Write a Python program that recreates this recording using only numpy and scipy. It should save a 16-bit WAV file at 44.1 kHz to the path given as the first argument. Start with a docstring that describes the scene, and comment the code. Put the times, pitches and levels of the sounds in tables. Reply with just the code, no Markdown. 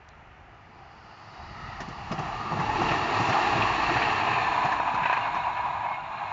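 """An electric tram runs past at speed, a few metres away, on a single track between open fields.
Rough steel sets rails and wheels ringing, and the wheels' pitch sinks as they go by. Pushed air
buffets, the track bed rumbles, and the axles knock over rail joints in pairs. As the tram draws
away it clatters over small flaws, the roar throbs with the turning wheels, the drive whines
through it and the rims sing."""
import sys
import numpy as np
from scipy import signal
from scipy.fft import rfft, irfft, next_fast_len
from scipy.io import wavfile
from scipy.ndimage import uniform_filter1d, map_coordinates

SR = 44100
rng = np.random.default_rng(int(sys.argv[2]) if len(sys.argv) > 2 else 0)


def int16_out(signal):
    """Quantize to a 16-bit WAV file."""
    q = np.round(np.clip(np.atleast_2d(signal).T, -1, 1) * 32767)
    wavfile.write(sys.argv[1], SR, q.astype(np.int16))


N = 278712
TIME = np.arange(N) / SR
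PADDED = next_fast_len(N, True)
FREQS = np.maximum(np.arange(PADDED // 2 + 1) * SR / PADDED, 1)

# Doppler bend of the pass: (time [s], pitch [ratio])
DOPPLER = [(0, 1.06), (1.7, 1.055), (2.6, 1.015), (3.3, 1.005), (4.05, 1.0), (4.5, .952), (5.0, .931),
           (6.32, .923)]
# small flaws in the rail: (time [s], clack [dB], thud [dB], crack [dB])
RAIL_FLAWS = [(4.8, -16.5, -46, -61), (5.056, -15.5, -59, -54), (5.0975, -12.5, -58, -55),
              (5.1285, -14.5, -49, -50), (5.167, -22, -56, -61), (5.175, -17.5, -57, -65),
              (5.346, -27, -33.5, -50.5)]


def from_db(db):
    """Decibels to gain."""
    return 10 ** (np.asarray(db) / 20)


def rms_one(x):
    """Scale to unit power."""
    return x / np.sqrt(np.mean(x ** 2) + 1e-20)


def curve(points):
    """Join (time, value) points into a value for every sample."""
    return np.interp(TIME, *np.transpose(points))


def noise(gain):
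    """Unit-power noise shaped by a gain at each frequency."""
    return rms_one(irfft(rfft(rng.standard_normal(PADDED)) * gain, PADDED)[:N])


def coloured(spectrum, ridges=1):
    """Noise with a spectrum of (frequency, level) points."""
    hz, db = np.transpose(spectrum)
    shape_db = np.interp(np.log(FREQS), np.log(hz), db, left=-90, right=-90)
    return noise(ridges * from_db(shape_db))


def resonant(modes, ridges=1):
    """Noise gathered in steep-sided peaks."""
    power = sum(from_db(db) ** 2 / (1 + ((FREQS - hz) / (0.83 * width)) ** 2) ** 2
                for hz, width, db in modes)
    return noise(ridges * np.sqrt(power))


def drift(rate_hz):
    """A slow random wobble with a spread of 1."""
    return noise(1 / (1 + (FREQS / rate_hz) ** 2))


def steady(x, samples):
    """Even out the chance swings in a noise's power."""
    return x / np.sqrt(uniform_filter1d(x ** 2, size=samples) + 1e-9)


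def fine_modes(ripple_db, spacing_hz=45):
    """Crowded minor modes of the steel put narrow ridges on a spectrum."""
    grid = np.arange(int(SR / spacing_hz)) * spacing_hz
    return from_db(ripple_db * np.interp(FREQS, grid, rng.standard_normal(len(grid))))


def blows(times, levels_db, body, rise_s, t60):
    """Each knock swells quickly and dies away in a dense cluster of modes."""
    envelope = np.zeros(N)
    for s, db in zip(times, levels_db):
        first = int(s * SR)
        age = TIME[:min(SR // 3, N - first)]
        envelope[first:first + len(age)] += from_db(db - 60 * age / t60) * (1 - np.exp(-age / rise_s))
    return envelope * steady(body, samples=500)   # the blow alone sets the energy


def struck(s, hz, db, t60, rise_s):
    """One mode set ringing by a blow."""
    out, first = np.zeros(N), int(s * SR)
    age = TIME[:min(SR // 3, N - first)]
    envelope = from_db(db - 60 * age / t60) * (1 - np.exp(-age / rise_s))
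    out[first:first + len(age)] = envelope * np.sin(2 * np.pi * hz * age)
    return out


def tram_clock():
    """Time on board as it reaches the listener: fast while nearing, slow while leaving."""
    return np.cumsum(curve(DOPPLER)) / SR


def moving(x):
    """Doppler-bend a sound that travels with the tram."""
    return map_coordinates(x, [tram_clock() * SR], order=3, mode="grid-wrap")


def pass_by_db(layer, speed_m_per_s=24, distance_m=4.5):
    """A layer swells and fades with distance, each bogie spreading its sound as a point source."""
    # each bogie comes abreast of the listener: (time [s])
    bogies = [2.849, 3.252, 3.569, 3.962]
    # how each layer carries: (level abreast [dB], distance loss nearing [share], leaving [share])
    carry = {"wheels": (-6.5, 0.15, 0.22), "hiss": (-17, 0.24, 0.35), "sizzle": (-23, .04, 0.61),
             "sleepers": (-38, 1.5, 1.14)}
    abreast_db, nearing, leaving = carry[layer]
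    along_m = speed_m_per_s * (TIME - np.array(bogies)[:, None])
    spreading_db = 10 * np.log10(np.sum(1 / (1 + (along_m / distance_m) ** 2), axis=0))
    return abreast_db + spreading_db * np.interp(TIME, [bogies[0], bogies[-1]], [nearing, leaving])


def throb_db(half_s=0.022):
    """The contact force swells as an uneven patch of wheel tread comes round."""
    # throbs behind the tram: (time [s], swell [dB])
    throbs = [(4.88, 3), (5.0, 3), (5.267, 4), (5.37, 4), (5.475, 4), (5.591, 3.5), (5.665, 3.5),
              (5.745, 0), (5.858, 5), (5.931, 3.5), (6.05, 3), (6.14, 0), (6.26, -1.5)]
    s, swell_db = np.transpose(throbs)
    return np.exp(-((TIME[:, None] - s) / half_s) ** 2) @ swell_db


def flare_db():
    """The wheel discs ring up over rougher rail."""
    # rough stretches: (time [s], half length [s], swell [dB])
    stretches = [(1.64, 0.4, 0.5), (4.001, 0.48, 3.2), (5.117, 0.071, 7)]
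    s, half_s, swell_db = np.transpose(stretches)
    return np.exp(-((TIME[:, None] - s) / half_s) ** 2) @ swell_db


def fields(level_db=-56):
    """A dull far-off rush lies over the fields."""
    # its tone colour: (frequency [Hz], relative level [dB])
    rush = [(30, -13), (120, -13), (300, -16.5), (520, -4), (800, 1.5), (1100, -16), (1350, -1.5),
            (2000, -4), (2700, -10), (3400, -19), (5000, -36), (7500, -40)]
    return from_db(level_db) * coloured(rush)


def rolling(rail_cut_hz=590):
    """Roughness at the contacts drives rails, wheel discs, hiss and sizzle, all fluttering together."""
    # strength of the rolling roar: (time [s], relative level [dB])
    roar = [(0, -54.5), (0.6, -55), (1.25, -47), (1.7, -41), (2.02, -39), (2.25, -34), (2.48, -34),
            (2.88, -25.5), (3.08, -26.5), (3.3, -24.5), (3.8, -26), (4.0, -26), (4.3, -25.5), (4.65, -25),
            (4.82, -28), (5.2, -28.5), (5.9, -32), (6.02, -35.5), (6.32, -30.5)]
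    # resonances of the steel: (frequency [Hz], width [Hz], relative level [dB])
    rail_modes = [(724, 123, 2), (811, 25, 4.5), (877, 35, 1), (944, 224, 1.5)]
    web_modes = [(1087, 110, 0.74), (1210, 167, -0.57)]
    wheel_modes = [(1777, 215, 4.5), (2190, 210, -1.5), (2603, 270, 0.5), (2705, 160, -1.5),
                   (3176, 260, -11)]
    zing_modes = [(4470, 270, 3), (4180, 360, 2)]
    # bright contact noise: (frequency [Hz], relative level [dB])
    hiss_spectrum = [(2400, -33), (3100, -15.5), (3400, 4.5), (3950, 7), (4550, 2.5), (4900, -1.5),
                     (5300, -37), (6200, -55)]
    sizzle_spectrum = [(4200, -35.5), (4900, 5), (5400, 5.5), (5950, 2.5), (6500, -9.5), (8000, -17)]
    # a thin, fixed-pitch bright edge near 7 kHz on top of the sizzle:
    # (frequency [Hz], width [Hz], relative level [dB])
    edge_bands = [(6890, 440, -2), (5900, 1300, -5.5)]

    roar_db, disc_db, tread_db = curve(roar), flare_db(), throb_db()
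    ahead = curve(DOPPLER) - 1   # webs and forward sizzle are full from the front, thin from behind
    force_db = 0.59 * drift(43)

    radiation = 1 / (1 + (rail_cut_hz / FREQS) ** 10)   # a slim rail hardly radiates long waves
    webs = moving(resonant(web_modes, radiation * fine_modes(ripple_db=4.5)))
    rail_db = roar_db + tread_db + force_db + 1.03 * drift(25) - 3.5
    rails = from_db(rail_db) * (resonant(rail_modes, radiation) + from_db(-4.5 + 20 * ahead) * webs)

    wheel_db = roar_db + pass_by_db("wheels") + disc_db + 0.68 * tread_db + 0.81 * force_db - 1.88
    wheels = from_db(wheel_db) * moving(resonant(wheel_modes, fine_modes(ripple_db=1.2)))

    zing = from_db(-7 + 3.2 * drift(3.3)) * resonant(zing_modes)   # high wheel modes swell and fade
    hiss_db = roar_db + pass_by_db("hiss") + 0.27 * disc_db + 1.2 * force_db - 3
    hiss = from_db(hiss_db) * moving(coloured(hiss_spectrum, fine_modes(ripple_db=1.5)) + zing)

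    forward = from_db(-1 + 28 * ahead) * moving(coloured(sizzle_spectrum, fine_modes(ripple_db=1)))
    bright_edge = from_db(-2 - 23 * ahead) * resonant(edge_bands)
    sizzle_db = roar_db + pass_by_db("sizzle") + 0.53 * force_db - 4
    sizzle = from_db(sizzle_db) * (forward + bright_edge)
    return rails + wheels + hiss + sizzle


def pushed_air():
    """Air shoved aside by the tram buffets in deep gusts."""
    # gusts: (time [s], relative level [dB])
    gusts = [(0.0, -58), (0.99, -58.5), (1.26, -71), (1.42, -49.5), (1.7, -46.5), (2.05, -53),
             (2.35, -43.5), (2.47, -58), (2.73, -42.5), (3.15, -46.5), (3.34, -70), (3.45, -44.5),
             (5.01, -55.5), (5.12, -67), (5.34, -53.5), (6.25, -61)]
    # their low end: (frequency [Hz], relative level [dB])
    buffet = [(12, -29.5), (30, -2), (55, 2.5), (80, 2.5), (110, -8), (200, -59.5)]
    return from_db(curve(gusts) + 1.6 * drift(8.7) + 0.5) * coloured(buffet)


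def track_rumble():
    """The axle load shakes ballast and sleepers."""
    # the track bed swells under each bogie: (time [s], level [dB])
    bed_level = [(0, -61), (1.2, -56.5), (1.7, -44.5), (2.0, -47), (2.3, -42.5), (2.88, -38.5), (3.08, -43),
                 (3.2, -35), (3.31, -38.5), (3.42, -48), (3.58, -35.5), (3.8, -43), (3.92, -38.5),
                 (4.05, -43.5), (4.3, -41), (4.6, -48.5), (5.6, -50), (6.32, -52.5)]
    # resonances under the rails: (frequency [Hz], width [Hz], relative level [dB])
    bed_modes = [(105.6, 14, 4), (142, 36, 1), (213, 42, -4.5)]
    sleeper_modes = [(258.4, 39, -3), (328, 72, 2.5), (383, 65, -1), (435, 82, -1.5), (620, 77, -7)]
    shake_db = drift(4.2)
    bed = from_db(curve(bed_level) + shake_db) * resonant(bed_modes)
    sleepers = from_db(pass_by_db("sleepers") + shake_db) * resonant(sleeper_modes)
    return bed + sleepers


def ticks():
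    """A faint double tick with a thin ring sounds beside the track."""
    # sharp bursts: (time [s], frequency [Hz], width [Hz], level [dB], t60 [s])
    bursts = [(0.0855, 6000, 4000, -60, 0.015), (0.0895, 4800, 4500, -47.5, 0.008),
              (0.1, 3970, 250, -68, 0.21)]
    return sum((TIME > s) * from_db(db - 60 * np.abs(TIME - s) / t60) * resonant([(hz, width, 0)])
               for s, hz, width, db, t60 in bursts)


def ringing():
    """Single modes of track and wheel swell out of the roar, most gliding down as a wheel goes by."""
    # swells: (time [s], half length [s], frequency [Hz], width [Hz], level [dB], pitch fall [share/s])
    rings = [(0.817, 0.076, 783, 40, -54, 0.066), (1.422, 0.14, 3850, 30, -67, 0.01),
             (1.68, 0.11, 3800, 300, -62, 0), (1.42, 0.16, 2080, 50, -64, 0.019),
             (1.647, 0.13, 1280, 91, -46, 0.075), (1.692, 0.19, 1920, 170, -49, 0),
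             (1.7, 0.74, 4600, 590, -59, 0.026), (2.258, 0.13, 756, 61, -38, 0.0045),
             (2.452, 0.15, 1180, 80, -36.5, 0.19), (2.71, 0.13, 856, 45, -31, 0),
             (3.157, 0.044, 813, 44.7, -31, 0), (3.492, 0.1, 833, 35, -31, 0.096),
             (3.687, 0.16, 1100, 70, -34, 0.14), (4.091, 0.084, 846, 40.4, -31, 0.19),
             (4.362, 0.088, 2480, 200, -35, 0.24), (4.505, 0.12, 4200, 247, -53, 0.0023),
             (4.466, .22, 1780, 108, -44, 0.066), (4.099, 0.092, 2640, 200, -38.5, 0.2),
             (4.297, 0.39, 444, 69.6, -45, 0.016), (4.694, 0.36, 290, 89, -46.5, 0.072),
             (2.121, 0.011, 480, 250, -36, 0), (2.81, 0.032, 333, 40, -33.5, 0),
             (3.925, .04, 337, 49.7, -34, 0)]
    out = np.zeros(N)
    for s, half_s, hz, width, db, fall in rings:
        near = np.abs(TIME - s) < 3 * half_s
        from_peak = TIME[near] - s
        mode = steady(resonant([(hz, width, 0)]), samples=3000)
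        gliding = np.interp(s + from_peak - fall * from_peak ** 2 / 2, TIME, mode)
        out[near] += from_db(db) * np.exp(-(from_peak / half_s) ** 2) * gliding
    return out


def axle_strikes():
    """Two axles hit every joint: rows of (time [s], clang [dB], thud [dB], crack [dB], bounce [Hz])."""
    # a bogie crosses a rail joint: (time [s], second axle's delay [s], clang [dB], thud [dB],
    # crack [dB], second axle's gain [dB], its extra thud [dB], bounce [Hz])
    joints = [(1.803, 0.081, -33.5, -30.5, -42.5, -8, 8.5, 167),
              (2.115, 0.073, -22.5, -22, -42.5, -2.5, 1, 160),
              (2.519, 0.077, -23, -22, -49.5, 2.5, -2, 171.7),
              (2.815, 0.099, -18.5, -21, -45.5, -1, -3.5, 169.5),
              (3.199, 0.092, -20.5, -23.5, -41.5, 2, -1.5, 125),
              (3.555, 0.05, -22, -27.5, -53, -6, -6, 119), (3.892, 0.067, -17, -28, -51, -1.5, 4, 124),
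              (4.648, 0.071, -17, -26.5, -44, -1.5, -15, 134), (4.943, 0.075, -24, -28.5, -49, -10, 4, 129)]
    rows = []
    for s, delay, clang, thud, crack, second, extra_thud, hz in joints:
        rows.append((s, clang, thud, crack, hz))
        rows.append((s + delay, clang + second, thud + second + extra_thud, crack + second, hz))
    return np.array(rows)


def knocks(thud_lead_s=0.0066, ballast_db=-3.5, bounce_db=3):
    """A wheel dropping at a joint or flaw thuds into the ballast and cracks at the contact."""
    # tone colours of a knock: (frequency [Hz], relative level [dB])
    thud = [(40, -28), (80, -13), (108, -0.5), (155, 6), (250, -3.5), (340, -5), (520, -9), (1000, -29)]
    crack = [(1500, -15), (3000, 2), (5100, 2.5), (6200, 2), (7600, -9)]
    clang = [(420, -40.5), (560, -21.5), (700, 8.5), (950, 1), (1250, 3), (1500, -7), (2500, -16),
             (5000, -63)]
    axles = axle_strikes()
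    s, _, thud_db, crack_db = np.vstack([RAIL_FLAWS, axles[:, :4]]).T
    thuds = blows(s - thud_lead_s, thud_db + ballast_db, coloured(thud), rise_s=0.0054, t60=0.17)
    cracks = blows(s, crack_db, coloured(crack), rise_s=0.0015, t60=0.11)
    # at joints the rail also clangs dully and the track bounces
    joint_s, clang_db = axles[:, :2].T
    clangs = blows(joint_s, clang_db, coloured(clang), rise_s=0.004, t60=0.08)
    bounces = sum(struck(at - thud_lead_s, hz, db + bounce_db, t60=0.11, rise_s=0.014)
                  for at, _, db, _, hz in axles)
    return thuds + cracks + clangs + bounces


def disc_clanks():
    """A hard blow rings a wheel disc briefly in two bands, which travel with the tram."""
    # blows to a disc: (time [s], low band [dB], high band [dB])
    hits = [(1.803, -34.5, -44), (2.116, -39, -40), (2.18, -37, -38), (2.886, -37, -27), (2.913, -28, -29),
            (3.324, -25.5, -25), (3.618, -35, -22), (3.968, -24.5, -33), (4.018, -24, -25),
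            (4.723, -24.5, -38), (5.031, -28, -28.5), (5.056, -30, -26.5), (5.126, -24.5, -26),
            (5.165, -31, -30), (5.249, -36, -32.5), (5.568, -38, -34)]
    # disc resonances: (frequency [Hz], width [Hz], relative level [dB])
    low_modes = [(1767, 210, 0)]
    high_modes = [(2620, 370, 7), (3970, 1000, -16)]
    s, low_db, high_db = np.transpose(hits)
    return sum(blows(s, db, moving(resonant(modes)), rise_s=0.0015, t60=0.085)
               for db, modes in ((low_db, low_modes), (high_db, high_modes)))


def ping():
    """A short, clean metallic ping follows one joint."""
    # the struck mode: (time [s], frequency [Hz], level [dB], t60 [s])
    mode = (2.1245, 5087, -35, 0.05)
    return struck(*mode, rise_s=0.0022)


def tone(hz, wander, flicker_db):
    """A travelling tone whose pitch and strength waver."""
    cycles = hz * (tram_clock() + np.cumsum(wander * drift(27.2)) / SR)
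    return rms_one(np.sin(2 * np.pi * cycles) * from_db(flicker_db * drift(43)))


def drive(whine_hz=1055, whine_width_hz=32):
    """Motors and gears whine and fall in pitch as they go by."""
    # swells of the drive whine and of the last bogie's gears: (time [s], level [dB])
    whine_level = [(0, -81.5), (4.15, -44), (4.38, -32.5), (4.7, -31.5), (4.95, -32), (5.3, -35),
                   (5.9, -37), (6.32, -63.5)]
    gear_level = [(1.5, -110), (2.9, -48), (3.9, -46), (4.15, -43), (4.4, -41.5), (4.68, -42), (4.85, -54),
                  (5.3, -90)]
    # gear tones before the Doppler bend: (frequency [Hz], relative level [dB])
    gear_tones = [(1845, 0), (2350, -10), (2590, -9), (2950, -7), (4200, -17), (4550, -15)]
    whine_db = curve(whine_level) + 0.5 * throb_db() + 1.5 * drift(12)
    whine = moving(steady(resonant([(whine_hz, whine_width_hz, 0)]), samples=1500))
    gears = sum(from_db(db) * tone(hz, wander=0.006, flicker_db=3) for hz, db in gear_tones)
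    return from_db(whine_db) * whine + from_db(curve(gear_level)) * gears


def singing_rims():
    """Wheel rims sing thinly behind the tram; one tone comes and goes, flaring into a brief squeal."""
    # swells of the singing and the squeal: (time [s], level [dB])
    singing_level = [(0, -99), (4.8, -47.5), (5.4, -47), (5.7, -51.5), (5.8, -55), (6.03, -49),
                     (6.32, -49.5)]
    squeal_level = [(4.9, -80), (5.24, -49), (5.4, -48), (5.46, -55), (5.6, -47), (5.8, -57), (5.88, -44),
                    (5.955, -40.5), (5.995, -60), (6.32, -51)]
    # rim tones before the Doppler bend: (frequency [Hz], relative level [dB])
    rim_tones = [(1548, -5), (1758, -9), (2660, -8.5), (2991, -4), (4127, -16), (4490, -17.5)]
    rims = sum(from_db(db) * tone(hz, wander=0.0021, flicker_db=6.5) for hz, db in rim_tones)
    squeal = tone(hz=2348, wander=0.002, flicker_db=2)
    return from_db(curve(singing_level)) * rims + from_db(curve(squeal_level)) * squeal


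def clatter():
    """Each flaw strikes all the rail's clacking modes at once, a little differently every time."""
    # rail modes: (frequency [Hz], relative level [dB], t60 [s])
    clack_modes = [(740, -7, .035), (960, 0, .05), (1170, -6, .035), (1480, -10, .025), (2520, -12, .03),
                   (3900, -24, .03)]
    out = np.zeros(N)
    for s, clack_db, _, _ in RAIL_FLAWS:
        for hz, db, t60 in clack_modes:
            detune, strength = rng.standard_normal(2)
            out += struck(s, hz * (1 + 0.03 * detune), clack_db + db + 1.5 * strength, t60, rise_s=0.0005)
    return out


def scene():
    """Everything in the open air, heard in mono from beside the track."""
    roar = rolling() + ringing() + pushed_air() + track_rumble()
    impacts = knocks() + clatter() + disc_clanks() + ping()
    tones = drive() + singing_rims()
    return (roar + impacts + tones + ticks() + fields())[None]


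def record(dry, stopband_hz=7930):
    """A narrow-band microphone channel with a steep top edge."""
    return signal.sosfilt(signal.cheby2(20, 60, stopband_hz, fs=SR, output="sos"), dry)


dry = scene()
out = record(dry)
int16_out(out)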